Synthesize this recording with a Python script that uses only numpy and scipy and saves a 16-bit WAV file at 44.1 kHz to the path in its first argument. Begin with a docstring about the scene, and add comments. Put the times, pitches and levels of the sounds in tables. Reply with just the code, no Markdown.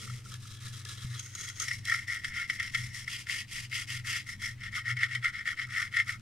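"""Toothbrush on a wet circuit board

A toothbrush scrubs a wet board in its metal case, back and forth, on a workbench. Random bristle slips
follow the contact force: a swish on the smooth part, plucked board resonances among the solder pins.
Tufts that snag, bristles that flick and small case knocks are short force volleys.
Drifting sines make the bench drone and mains hum; shaped noise makes the air and the workshop's short tail."""
import sys
import numpy as np
from scipy import signal
from scipy.fft import rfft, irfft, next_fast_len
from scipy.io import wavfile
from scipy.ndimage import uniform_filter1d, map_coordinates

SR = 44100
rng = np.random.default_rng(int(sys.argv[2]) if len(sys.argv) > 2 else 0)


def bounce(signal):
    """Save signal as a 16-bit WAV file at the path given by the first command-line argument."""
    frames = np.transpose(np.atleast_2d(signal))
    limited = np.clip(frames, -1, 1)
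    pcm = np.round(limited * 32767).astype(np.int16)
    wavfile.write(sys.argv[1], SR, pcm)


N = 273861
TIME = np.arange(N) / SR

# Brush passes, each until the next turn: (turn [s], crest position [0-1], swish [dB], pin plucking [dB])
STROKES = [(-0.1, 0.03, -47, -49), (0.24, 0.32, -53, -65), (0.38, 1, -54, -85), (0.481, 0.34, -55, -78),
           (0.6, 0.44, -50.5, -58), (0.725, 0.22, -50.5, -56), (0.845, 0.7, -49, -58),
           (0.97, 0.13, -51.5, -54.5), (1.1, 0.3, -50.5, -54.5), (1.34, 0.45, -47, -47.5),
           (1.538, 0.39, -44, -44.5), (1.837, 0.32, -46, -37), (2.077, 0.32, -46.5, -34),
           (2.22, 0.65, -51, -42.5), (2.3, 0.51, -50.5, -34.5), (2.48, 0.62, -49.5, -42),
           (2.577, 0.54, -50, -34), (2.714, 0.37, -46, -41), (2.923, 0.39, -45.5, -41.5),
           (3.058, 0.39, -43.5, -43.5), (3.261, 0.26, -42, -37.5), (3.468, 0.41, -43, -43),
           (3.693, 0.53, -41, -38.5), (3.86, 0.36, -44, -39.5), (4.033, 0.4, -40, -32.5),
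           (4.246, 0.37, -49, -42), (4.378, 0.36, -46, -39), (4.568, 0.66, -57.5, -35.5),
           (4.708, 0.44, -48, -32), (4.835, 0.53, -51, -32.5), (4.952, 0.76, -51, -30.5),
           (5.073, 0.41, -54.5, -35), (5.212, .48, -50, -29), (5.318, 0.46, -56.5, -34.5),
           (5.445, 0.39, -49.5, -32), (5.556, 0.5, -53, -32.5), (5.67, 0.48, -48, -32),
           (5.907, 0.5, -49.5, -31), (6.046, 0.39, -48.5, -36.5)]
LAST_TURN_S = 6.18
PIN_LEAD, PIN_EDGE = 0.0068, 0.96  # plucking crest lead [share of a pass]; exponent relative to the swish
FOAM_DB = -70  # faint crackle of the liquid film

# Resonances of each part of the board: (centre [Hz], width [Hz], level relative to the swish [dB])
NEAR_EDGE = [(203.6, 29, -8), (407, 190, -17), (1340, 180, -10)]
SMOOTH_PART = [(406, 155, -21), (1316, 246, -8), (1716, 89, -8), (3780, 460, -5.5)]
MIDDLE = [(402, 210, -23), (1406, 220, -7.5), (6080, 1600, -7.5), (6340, 700, -0.5)]
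UPPER_PINS = [(2025, 253, -2.5), (5450, 370, -5.5)]
LEFT_EDGE = [(2750, 890, -1), (4920, 530, -6.5), (11300, 2400, -22)]
TOP_ROW = [(1374, 208, 0), (5500, 370, -10)]
# Way over the board: (arrival [s], resonances of the part, bristle contact past a turn [s], push exponent [-])
ROUTE = [(-.1, NEAR_EDGE, 0.028, 1.12), (.3, SMOOTH_PART, 0.0047, 0.69), (1.17, MIDDLE, 0.03, 1.23),
         (1.65, UPPER_PINS, 0.019, 1.8), (3.05, LEFT_EDGE, 0.0025, 1.68), (4.24, UPPER_PINS, 0.0091, 2.7),
         (4.7, TOP_ROW, 0.0054, 1.8)]

# Board and case, plucked at the pins: (centre [Hz], width [Hz], height above the slope [dB])
PIN_MODES = [(1381, 123, 21.5), (1360, 780, 13), (1880, 191, 29), (2127.6, 189, 26.5), (2730, 280, 6.5),
             (3094, 70, 11.5), (3365, 195, 9.5), (4826, 130, 12), (5363, 106, 22)]
# Board and case, swept lightly: (centre [Hz], width [Hz], height above the slope [dB])
SWEEP_MODES = [(1480, 37, -11), (2480, 37, -19), (3280, 186, 6.5), (3990, 20, 10)]
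# Spectral slope under the pin modes: (frequency [Hz], relative level [dB])
PIN_SLOPE = [(200, -35), (750, -26.5), (1000, -21), (1220, -7.5), (1600, -2.5), (2000, 1.5), (2480, 3.5),
             (4000, 3), (6000, -13), (9000, -10), (15000, -53)]
# Spectral slope under the sweep modes: (frequency [Hz], relative level [dB])
SWEEP_SLOPE = [(200, -8.5), (420, -9), (750, -20.5), (1150, -1), (1550, -18.5), (2100, 4.5), (3000, 5),
               (4300, 2.5), (5200, 8), (7500, 1.5), (9000, 2), (12500, -9), (14200, -14), (15600, -48.5)]

# Case knocks under the light passes: (time [s], peak level [dB])
KNOCKS = [(.075, -42), (.098, -39), (.259, -45), (.318, -46), (.341, -43), (.454, -49)]
KNOCK_HZ, KNOCK_RISE_S = 1340, 0.0021
# Wet bristles flicking free: (time [s], relative force [dB])
TICKS = [(0.339, -35.5), (0.849, -36), (1.193, -32), (1.35, -32), (1.4084, -32), (1.486, -33),
         (1.5975, -26), (1.852, -32)]
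TICK_RISE_S, TICK_RING_DB = 0.0021, -21  # ring force relative to the tick
# Tufts catching on a pin and letting go: (time [s], relative force [dB])
SNAGS = [(1.681, -17), (1.709, -19.5), (1.882, -21.5), (1.915, -15.5), (1.939, -19.5), (2.0915, -28),
         (2.115, -26.5), (2.244, -14.5), (2.497, -13), (2.5968, -16), (2.7453, -11), (3.076, -22),
         (3.267, -25.5), (3.294, -17), (3.7258, -19.5), (4.9669, -22.5), (5.031, -11.5), (5.149, -15),
         (5.243, -17), (5.9648, -14), (5.998, -15), (6.0915, -18.5)]
SNAG_RISE_S, SNAG_TICK_DB = 0.003073, -25  # bright part relative to the ring, before each path's gain
DRAG_S, DRAG_DB = 0.012, -13.5  # drag swell before release; force relative to the volley

# Mains hum and resting drone: (time [s], level [dB])
HUM_CURVE = [(0.05, -53), (1.07, -48.5), (1.44, -53.5), (1.8, -49.5), (2.46, -61), (2.8, -52),
             (3.36, -57.5), (4.08, -49), (4.38, -56), (5.03, -49), (5.38, -63), (6.15, -50)]
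DRONE_DB, HUM_DB, THIRD_DB = -0.5, -0.5, -75  # first two relative to HUM_CURVE
# Swells of the bench's low resonance: (crest [s], level [dB])
SWELLS = [(.12, -42), (.35, -47), (.67, -48), (1.09, -39), (2.809, -40), (3.63, -52.5), (3.95, -45.5),
          (4.53, -45.5), (4.929, -39), (5.18, -45.5), (5.67, -47.5)]
SWELL_RISE_S, SWELL_FALL_S = 0.037, 0.068
# Spectral slope of the bench bump: (frequency [Hz], relative level [dB])
BUMP_SLOPE = [(20, -5), (55, 0), (130, 5), (280, -4), (450, -24), (1000, -84)]
# Bench resonance in the bump: (centre [Hz], width [Hz], height above the slope [dB])
BUMP_MODES = [(45, 25, 2)]
BUMP_S, BUMP_DB, BUMP_CONTACT_S = 1.044, -28, 0.0058

# Workshop air spectrum: (frequency [Hz], relative level [dB])
ROOM_AIR = [(20, 2), (32, -6), (42, -21), (53, 6.5), (65, -16), (85, 7.5), (140, -5), (205, -3.5),
            (260, -13.5), (450, -24.5), (700, -29), (2000, -19.5), (8000, -31.5), (15000, -42)]
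# Workshop decay: (frequency [Hz], t60 [s])
WORKSHOP_T60 = [(200, 0.4), (2000, 0.11), (12000, 0.094)]
# Left-right likeness: (frequency [Hz], likeness [0-1])
ALIKE = [(100, 0.92), (300, 0.51), (700, 0.58), (1400, 0.8), (2000, 0.99), (3100, 0.79), (5500, 0.42),
         (8000, 0.09), (15000, .4)]
# Left trailing right: (frequency [Hz], phase [rad])
LAG = [(300, 0.13), (1500, 0.8), (2000, 0.5), (4000, 0.6), (6000, 0.26), (9000, 0.64), (14000, 0.7)]
# Microphone colour: (frequency [Hz], left minus right [dB])
LEAN = [(110, 2), (200, -0.5), (380, -3.5), (700, 1), (1300, -2.5), (1900, 3.5), (4400, 0.5), (5600, 3),
        (8000, -.5), (15000, -2.5)]
TOP_HZ = 15830


def amp(db):
    """Decibels to gain."""
    return 10 ** (np.asarray(db) / 20)


def unit(x):
    """Scale to rms 1."""
    return x / np.sqrt(np.mean(x ** 2) + 1e-20)


def along(points, hz):
    """Interpolate (frequency [Hz], value) points on a log axis."""
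    f, v = np.transpose(points)
    return np.interp(np.log(hz + 1), np.log(f + 1), v)


def wobble(rate_hz):
    """Smooth random curve with rate_hz knots a second."""
    knots = rng.standard_normal(4096)
    return map_coordinates(knots, [TIME * rate_hz], mode="wrap")


def filtered(x, response):
    """Apply a complex response of frequency."""
    size = next_fast_len(N + SR // 2)
    spectrum = rfft(x, size) * response(np.fft.rfftfreq(size, 1 / SR))
    return irfft(spectrum, size)[..., :N]


def body(slope, modes, size=4096):
    """Minimum-phase impulse response, energy 1, of resonances standing on a slope."""
    hz = np.fft.rfftfreq(size, 1 / SR)
    peaks = sum((amp(db) - 1) / (1 + 2 * ((hz - centre) / width) ** 2) ** 2
                for centre, width, db in modes)
    magnitude = amp(along(slope, hz)) * (1 + peaks)
    # folding the cepstrum makes the response causal
    cepstrum = irfft(np.log(np.maximum(magnitude, 1e-6)))
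    cepstrum[1:size // 2] *= 2
    cepstrum[size // 2 + 1:] = 0
    ring = irfft(np.exp(rfft(cepstrum)))
    return ring / np.linalg.norm(ring)


def rung(pair, ring):
    """Play two force signals through an impulse response."""
    return signal.fftconvolve(pair, ring[None], axes=1)[:, :pair.shape[1]]


def spread(pair):
    """Mix two unrelated signals into left and right with the likeness of ALIKE."""
    def mid_side_gains(hz):
        angle = np.arccos(np.clip(along(ALIKE, hz), 0, 1)) / 2
        return np.array([np.ones_like(hz), np.tan(angle)])
    mid, side = filtered(pair, mid_side_gains)
    return np.array([mid + side, mid - side])


def tone(hz, wander_rad):
    """Sine of rms 1 with drifting phase."""
    return np.sqrt(2) * np.sin(2 * np.pi * hz * TIME + wander_rad * wobble(12))


def air(db):
    """Faint steady workshop hiss over a slightly uneven rumble."""
    noise = unit(filtered(rng.standard_normal((2, N)), lambda hz: amp(along(ROOM_AIR, hz))))
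    rumble = filtered(noise, lambda hz: 1 / (1 + (hz / 280) ** 4))
    lumps = amp(2.8 * wobble(10) + wobble(3))
    return amp(db) * spread(noise - rumble + rumble * lumps)


def bench_drone():
    """Low bench resonance: a wavering tone with a resting level and separate swells."""
    waver = amp(1.8 * wobble(20)) * tone(hz=122.5, wander_rad=0.6)
    resting = amp(np.interp(TIME, *np.transpose(HUM_CURVE)) + DRONE_DB)
    swells = np.zeros(N)
    for crest_s, db in SWELLS:
        width_s = np.where(TIME < crest_s, SWELL_RISE_S, SWELL_FALL_S)
        swells += amp(db) * np.exp(-((TIME - crest_s) / width_s) ** 2)
    return (resting + swells) * waver


def mains_hum():
    """Mains hum of varying level with a steady third harmonic."""
    level = amp(np.interp(TIME, *np.transpose(HUM_CURVE)) + HUM_DB)
    return level * tone(hz=100, wander_rad=0.2) + amp(THIRD_DB) * tone(hz=300, wander_rad=0.4)


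def flicks(per_second, scatter_db):
    """Single bristles slipping at random moments with random force; rms 1."""
    slips = rng.random(N) < per_second / SR
    size_db = scatter_db * np.clip(rng.standard_normal(N), -2, 2)
    return unit(slips * amp(size_db) * rng.choice([-1, 1], (2, N)))


def push(start, end, crest, sharpness):
    """Contact force over one pass: least at the turns, most at the crest."""
    top = start + np.clip(crest, 0.1, 0.9) * (end - start)
    force = np.zeros(N)
    inside = slice(max(int(start * SR), 0), int(end * SR))
    phase = np.interp(TIME[inside], [start, top, end], [0, 0.5, 1])
    force[inside] = np.abs(np.sin(np.pi * phase)) ** sharpness
    return force


def strokes():
    """Forces of the sweeping bristles and of those that pluck the pins."""
    sweep_power, pluck_power = np.zeros(N), np.zeros(N)
    ends = [row[0] for row in STROKES[1:]] + [LAST_TURN_S]
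    for (start, crest, swish_db, pin_db), end in zip(STROKES, ends):
        _, _, flex, sharpness = [leg for leg in ROUTE if leg[0] < (start + end) / 2][-1]
        sweep_push = push(start - flex, end + flex, crest, sharpness)
        pluck_push = push(start - flex, end + flex, crest - PIN_LEAD, PIN_EDGE * sharpness)
        sweep_power += (amp(swish_db) * sweep_push) ** 2
        pluck_power += (amp(pin_db) * pluck_push) ** 2
    # tufts pass the solder in clumps, so both forces stutter together
    clumps = wobble(130) + 0.5 * wobble(40)
    # many soft slips plus a few wet bristles ticking on their own
    bristles = flicks(per_second=11000, scatter_db=4) + amp(-7.5) * flicks(per_second=140, scatter_db=4)
    foam = amp(FOAM_DB) * flicks(per_second=48, scatter_db=4)
    sweep = np.sqrt(sweep_power) * amp(-1 + 1.95 * clumps) * bristles + foam
    pluck = np.sqrt(pluck_power) * amp(-1 + 1.37 * clumps) * flicks(per_second=1300, scatter_db=2)
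    return sweep, pluck


def roaming(pair, slope, modes, wander_db):
    """Ring the board while the brush favours one mode and then another."""
    hz, t, z = signal.stft(rung(pair, body(slope, modes)), SR, nperseg=1024)
    favour = unit(uniform_filter1d(rng.standard_normal((len(modes), len(t))), size=6, axis=1))
    near = np.array([np.exp(-((hz - centre) / width) ** 2) for centre, width, _ in modes])
    return signal.istft(z * amp(wander_db * near.T @ favour), SR, nperseg=1024)[1][:, :N]


def spots(sweep, fade_s):
    """Resonances of each part of the board, flickering while the bristles cross it."""
    out = np.zeros((2, N))
    t = np.arange(SR // 8) / SR
    contact = sweep * rng.choice([-1, 1], (2, N)) * amp(3 * wobble(45) - 1)
    departures = [leg[0] for leg in ROUTE[1:]] + [N / SR]
    for (start, modes, _, _), end in zip(ROUTE, departures):
        touch = np.clip(np.minimum(TIME - start, end - TIME) / fade_s + 0.5, 0, 1)
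        near = slice(max(int((start - fade_s) * SR), 0), int((end + 2 * fade_s) * SR) + len(t))
        for centre, width, db in modes:
            # the wider the resonance, the faster its ring swells and dies
            ring = np.exp(-(2 * width * t - 2) ** 2 * 2) * np.sin(2 * np.pi * centre * t)
            ring /= np.linalg.norm(ring)
            out[:, near] += amp(db) * rung(contact[:, near] * touch[near], ring)
    return out


def brush():
    """Bristle forces ring the board; the left side trails the right in phase."""
    sweep, pluck = strokes()
    tick, ring = ticks_and_snags(ring_db=-12, tick_db=-7)
    swish = roaming(sweep + tick, SWEEP_SLOPE, SWEEP_MODES, wander_db=5)
    swish = swish + spots(sweep + tick, fade_s=0.0066)
    scrape = roaming(pluck + ring, PIN_SLOPE, PIN_MODES, wander_db=2)
    left, right = spread(swish + scrape)
    return np.array([filtered(left, lambda hz: np.exp(-1j * along(LAG, hz))), right])


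def room(x):
    """The walls answer with a short decaying tail, different at each microphone."""
    hz, t, z = signal.stft(rng.standard_normal((2, SR // 3)), SR, nperseg=256)
    decay = amp(-60 * t / along(WORKSHOP_T60, hz)[:, None])
    tail = signal.istft(z * decay, SR, nperseg=256)[1]
    delayed = np.pad(tail, ((0, 0), (200, 0)))  # samples
    return signal.fftconvolve(x, delayed / np.linalg.norm(tail[0]), axes=1)[:, :N]


def volleys(events, rise_s):
    """Force of bristles letting go together: a swell over rise_s and a slower fall."""
    force = np.zeros(N + SR)
    t = np.arange(SR // 10) / SR
    for s, db in events:
        force[int(s * SR):][:len(t)] += amp(db) * t / rise_s * np.exp(1 - t / rise_s)
    return force[:N]


def knocks():
    """Small hollow knocks: each rings a low mode of the case for a few milliseconds."""
    ring = np.sin(2 * np.pi * KNOCK_HZ * TIME + 0.42 * wobble(300))
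    return volleys(KNOCKS, KNOCK_RISE_S) * ring


def ticks_and_snags(ring_db, tick_db):
    """Ticks are mostly bright slips; snags drag, then ring the board with one main snap each."""
    flicked = volleys(TICKS, TICK_RISE_S)
    drag = volleys([(s - DRAG_S, db + DRAG_DB) for s, db in SNAGS], DRAG_S)
    caught = volleys(SNAGS, SNAG_RISE_S) + drag
    ring_force = amp(ring_db) * (caught + amp(TICK_RING_DB) * flicked)
    plucks = ring_force * flicks(per_second=2200, scatter_db=0)
    for s, db in SNAGS:
        plucks[0, int((s + SNAG_RISE_S) * SR)] += amp(db)  # mid only: one point of contact
    tick_force = amp(tick_db) * (flicked + amp(SNAG_TICK_DB) * caught)
    return tick_force * flicks(per_second=6800, scatter_db=2), plucks


def bench_bump():
    """One soft bump: a smooth force pulse rings the bench."""
    pulse = np.hanning(int(BUMP_CONTACT_S * SR))
    thud = np.convolve(body(BUMP_SLOPE, BUMP_MODES, size=8192), pulse)
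    bump = np.zeros(N)
    bump[int(BUMP_S * SR):][:len(thud)] = amp(BUMP_DB) * thud / np.abs(thud).max()
    return bump


def scene():
    """Scrubbing, its echo, the bench and the air."""
    scrub = brush() + knocks()
    echo = amp(-16) * room(scrub)
    bench = bench_drone() + mains_hum() + bench_bump()
    return scrub + echo + bench + air(db=-55)


def record(dry):
    """Give each microphone its colour and remove everything from TOP_HZ up."""
    sides = np.array([[0.5], [-0.5]])
    return filtered(dry, lambda hz: amp(sides * along(LEAN, hz)) * (hz < TOP_HZ))


dry = scene()
out = record(dry)
bounce(out)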